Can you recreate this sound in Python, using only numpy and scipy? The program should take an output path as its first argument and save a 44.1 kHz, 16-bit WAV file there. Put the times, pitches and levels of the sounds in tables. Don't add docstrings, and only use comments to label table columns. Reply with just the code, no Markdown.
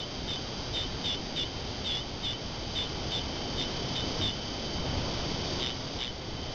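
import sys
import numpy as np
from scipy import signal
from scipy.fft import rfft, irfft, next_fast_len
from scipy.io import wavfile
from scipy.ndimage import uniform_filter1d

SR = 44100
rng = np.random.default_rng(int(sys.argv[2]) if len(sys.argv) > 2 else 0)


def store_pcm(level_fs):
    pcm = np.round(np.clip(level_fs, -1, 1) * 32767).astype(np.int16)
    wavfile.write(sys.argv[1], SR, np.atleast_2d(pcm).T)


N = 288414
TIME = np.arange(N) / SR

# t/s, speed/(turns per s)
FREE_SPEED = [(0, 310.7), (2.1, 309.1), (3.45, 307.15), (6.54, 307.1)]
# multiple of the motor speed, level/dB
WHINE_PARTIALS = [(8, -20), (11, -6.5), (12, -6.5), (13, -19.5), (14, -16), (15, 1.5), (16, -7), (17, -4.5),
                  (18, -4), (19, -4.5), (20, 1.5), (21, -4.5), (22, -9), (23, -9.5), (25, -8)]
# f/Hz, level/dB
FIZZ_EQ = [(2400, -24), (3100, -0.5), (3500, -3), (4100, -5), (4600, -2.5), (5000, 2.5), (5450, 0.5),
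           (5800, -53.5)]
# t/s, level/dB
RING_DRIVE = [(0, -46.5), (2.85, -48.3), (3.4, -44.7), (4.7, -44.2), (5.55, -46.3), (5.8, -52.5),
              (6.24, -53.5), (6.42, -46)]
# f/Hz, width/Hz, gain/dB
HOUSING_MODES = [(3035.7, 47, 0.5), (2917, 56, -0.5)]
# f/Hz, level/dB
BUFFET_EQ = [(10, -4), (25, -2), (45, -1.5), (80, -0.5), (140, -3), (190, -19.5), (400, -52.5)]
RUSH_EQ = [(90, -22), (140, 0), (260, 0.5), (450, -3.5), (620, -5), (820, -6.5), (1000, -10), (1300, -14.5),
           (1800, -21.5), (3000, -43.5)]
HISS_EQ = [(800, -16.5), (1450, -0.5), (1750, -3.5), (2100, 1.2), (2600, -0.5), (3200, 1.5), (3700, -1.5),
           (4200, -1.5), (5400, -7), (5800, -49.5)]
# f/Hz, width/Hz, gain/dB
HOLLOW_MODES = [(258, 5.7, 2.5), (362, 20, -3), (467.6, 23, -8)]
# start t/s, slowest t/s, recovered t/s, speed lost/(turns per s), base level/dB,
# dip of the bed/dB, bounce (over 1 the wheel lifts off every turn)
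TOUCHES = [(-0.064, -0.01, 0.054, 13.5, -36.8, 0, 0.6), (0.272, 0.329, 0.39, 13.7, -35.4, 0, 0.7),
           (0.73, 0.803, 0.875, 12, -33.3, .8, 0.6), (1.033, 1.121, 1.187, 21.3, -32.9, 1.8, 0.4),
           (1.357, 1.418, 1.473, 19.9, -33, 1, 0.41), (1.839, 1.939, 2.035, 26, -33, 2.4, 0.5),
           (2.23, 2.285, 2.36, 19.9, -34, .3, 0.42), (2.747, 2.805, 2.878, 14.7, -33, 0, 0.46),
           (3.111, 3.164, 3.225, 12.8, -33, .3, 0.6), (3.573, 3.619, 3.675, 9.3, -32.3, 0, 0.8),
           (3.941, 3.997, 4.055, 6.2, -33.8, .7, 1.1), (4.207, 4.297, 4.338, 14, -31.6, 3, 0.45),
           (5.59, 5.672, 5.745, 7.7, -32, 4.6, 2.5), (5.986, 6.043, 6.11, 9.1, -31.8, 3.8, 3.3)]
# multiple of the motor speed, level/dB
SQUEAL_PARTIALS = [(9, -29.5), (11, -17), (12, 0.5), (13, -18), (17, -33), (20, -32.5)]
# f/Hz, width/Hz, gain/dB
TOOTH_MODES = [(2220, 380, -9.5), (3090, 400, -3), (3290, 420, -3), (4800, 900, -6.5)]
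# start t/s, peak t/s, end t/s, buffeting boost/dB
GUSTS = [(2.5, 3.3, 3.65, 1.7), (4.02, 4.18, 4.3, 3), (4.72, 4.88, 5.4, 4.8), (6.15, 6.45, 6.8, 2.8)]
# f/Hz, gain/dB
SMOOTHING_EQ = [(3500, 0), (4600, -1.9), (5200, -3.5), (5800, -8), (6420, -14.5), (6760, -20.5),
                (7070, -25), (7600, -40), (8000, -65), (9500, -81.5), (11200, -61), (12500, -46),
                (13600, -45.5), (14400, -61.5)]

WHINE_DB, WHINE_RIDE = -50.5, 1.15
FIZZ_DB, FIZZ_RIDE = -46.2, 1.02
BUFFET_DB, BUFFET_RIDE = -41, .65
RUSH_DB, RUSH_RIDE = -39.65, .92
HISS_DB, HISS_RIDE = -46.2, .8


def from_db(db):
    return 10 ** (np.asarray(db) / 20)


def rms_one(x):
    return x / np.sqrt(np.mean(x ** 2) + 1e-20)


def automation(points):
    return np.interp(TIME, *np.transpose(points))


def equalise(x, points):
    hz, db = np.transpose(points)
    size = next_fast_len(N)
    bin_hz = np.maximum(np.arange(size // 2 + 1) * SR / size, 1)
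    gain = from_db(np.interp(np.log(bin_hz), np.log(hz), db))
    return irfft(rfft(x, size) * gain, size)[:N]


def noise(points):
    return rms_one(equalise(rng.standard_normal(N), points))


def drift(rate_hz):
    step, run_in = 20, 4000
    pole = np.exp(-2 * np.pi * step * rate_hz / SR)
    white = rng.standard_normal(N // step + run_in + 2)
    slow = signal.lfilter([1], [1, -2 * pole, pole * pole], white)[run_in:]
    return np.interp(np.arange(N) / step, np.arange(len(slow)), rms_one(slow))


def resonate(x, modes):
    out = 0
    for hz, width, db in modes:
        r = np.exp(-np.pi * width / SR)
        b = (1 - r * r) / 2 * np.array([1, 0, -1])
        a = [1, -2 * r * np.cos(2 * np.pi * hz / SR), r * r]
        out = out + from_db(db) * signal.lfilter(b, a, x + 1e-18)
    return out


def tone(angle):
    return np.sqrt(2) * np.sin(angle)


def arch(start, top, end):
    return np.sin(np.interp(TIME, [start, top, end], [0, np.pi / 2, np.pi])).clip(0, 1)


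def whine(angle, waver_db=1.3):
    phases = rng.uniform(0, 2 * np.pi, len(WHINE_PARTIALS))
    return sum(from_db(db + waver_db * drift(8.3)) * tone(k * angle + phase)
               for (k, db), phase in zip(WHINE_PARTIALS, phases))


def housing_ring(angle, press, sag, load_db=-45.5, sputter_db=2.5):
    free = from_db(automation(RING_DRIVE))
    loaded = np.tanh(sag) * from_db(load_db + sputter_db * press * drift(40))
    return resonate((free + loaded) * tone(10 * angle), HOUSING_MODES)


def bearings(angle, throb=.3, rattle_db=1.0):
    return rms_one(noise(FIZZ_EQ) * (1 + throb * np.cos(angle)) * from_db(rattle_db * drift(370)))


def handpiece(angle, swell_db, press, sag, whine_load_db=-3.0, fizz_load_db=3.6):
    drive = from_db(WHINE_DB + WHINE_RIDE * swell_db + whine_load_db * press) * whine(angle)
    ring = housing_ring(angle, press, sag)
    fizz = from_db(FIZZ_DB + FIZZ_RIDE * swell_db + fizz_load_db * press) * bearings(angle)
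    return drive + ring + fizz


def exhaust(swell_db, hum_db=-12.5, lumpy_db=.6, rush_gust_share=.46, hiss_gust_share=.24):
    gust_db = sum(db * arch(start, peak, end) for start, peak, end, db in GUSTS)
    buffet_gain = from_db(BUFFET_DB + BUFFET_RIDE * swell_db + gust_db + lumpy_db * drift(5))
    rush_gain = from_db(RUSH_DB + RUSH_RIDE * swell_db + rush_gust_share * gust_db)
    hiss_gain = from_db(HISS_DB + HISS_RIDE * swell_db + hiss_gust_share * gust_db)
    hum = from_db(hum_db) * rms_one(resonate(rng.standard_normal(N), HOLLOW_MODES))
    buffet = buffet_gain * noise(BUFFET_EQ)
    rush = rush_gain * (noise(RUSH_EQ) + hum)
    return buffet + rush + hiss_gain * noise(HISS_EQ)


def dabs(recovery_s=.022, landing_share=.38, start_db=-2, swell_db_per_s=2.8):
    press, sag = np.zeros(N), np.zeros(N)
    swell_db = start_db + swell_db_per_s * TIME
    for start, slowest, recovered, speed_lost, _, dip_db, _ in TOUCHES:
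        lifted = recovered - recovery_s
        firmest = start + landing_share * (lifted - start)
        press += arch(start, firmest, lifted) ** .55
        sag += speed_lost * arch(start, slowest, recovered) ** 1.55
        swell_db -= np.interp(TIME, [start, slowest], [0, dip_db])
    starts, *_, touch_db, _, bounce = np.transpose(TOUCHES)
    current = np.maximum(np.searchsorted(starts, TIME) - 1, 0)
    return press, sag, swell_db, touch_db[current], bounce[current]


def contact(press, bounce, angle, wheel_ratio=.41, mean_lift=.41, shake=.15, uneven=.07, grip=2.28):
    lift = mean_lift + .5 * np.cos(wheel_ratio * angle) + shake * np.cos(angle) + uneven * drift(250)
    force = np.maximum(press - bounce * np.maximum(lift, 0), 0)
    return np.tanh(grip * force)


def rubbing(touching, grain_db=5.5):
    grains = rng.standard_normal(N) * from_db(grain_db * drift(600))
    return resonate(grains * touching, TOOTH_MODES) / np.std(resonate(grains, TOOTH_MODES))


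def squeal(angle, touching, ring_s=.00073, jitter_rad=.13, rasp_rad=.49, rough=.08):
    pole = np.exp(-1 / (ring_s * SR))
    envelope = signal.lfilter([1 - pole], [1, -pole], touching)
    airborne = 1 - uniform_filter1d(touching, size=SR // 100)
    slip = (jitter_rad + rasp_rad * airborne ** 2) * drift(200)
    tones = sum(from_db(db) * tone(k * angle + slip) for k, db in SQUEAL_PARTIALS)
    return envelope * (1 + rough * drift(300)) * tones


def scene(flutter_hz=.1795, rub_db=-7.1, rub_bounce_db=2.3, squeal_db=-3.0, squeal_press_db=4.0):
    press, sag, swell_db, touch_db, bounce = dabs()
    motor_hz = automation(FREE_SPEED) - sag + flutter_hz * drift(40)
    angle = 2 * np.pi * np.cumsum(motor_hz) / SR
    touching = contact(press, bounce, angle)
    rub = from_db(rub_db + rub_bounce_db * bounce) * rubbing(touching)
    sing = from_db(squeal_db + squeal_press_db * press ** 2) * squeal(angle, touching)
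    polishing = from_db(touch_db) * (sing + rub)
    return (handpiece(angle, swell_db, press, sag) + polishing + exhaust(swell_db))[None]


def record(dry, cutoff_hz=14400):
    sampled = 4 * dry[0] * (np.arange(N) % 4 == 0)
    top_cut = signal.ellip(10, .1, 80, cutoff_hz, fs=SR, output="sos")
    return signal.sosfilt(top_cut, equalise(sampled, SMOOTHING_EQ))[None]


dry = scene()
out = record(dry)
store_pcm(out)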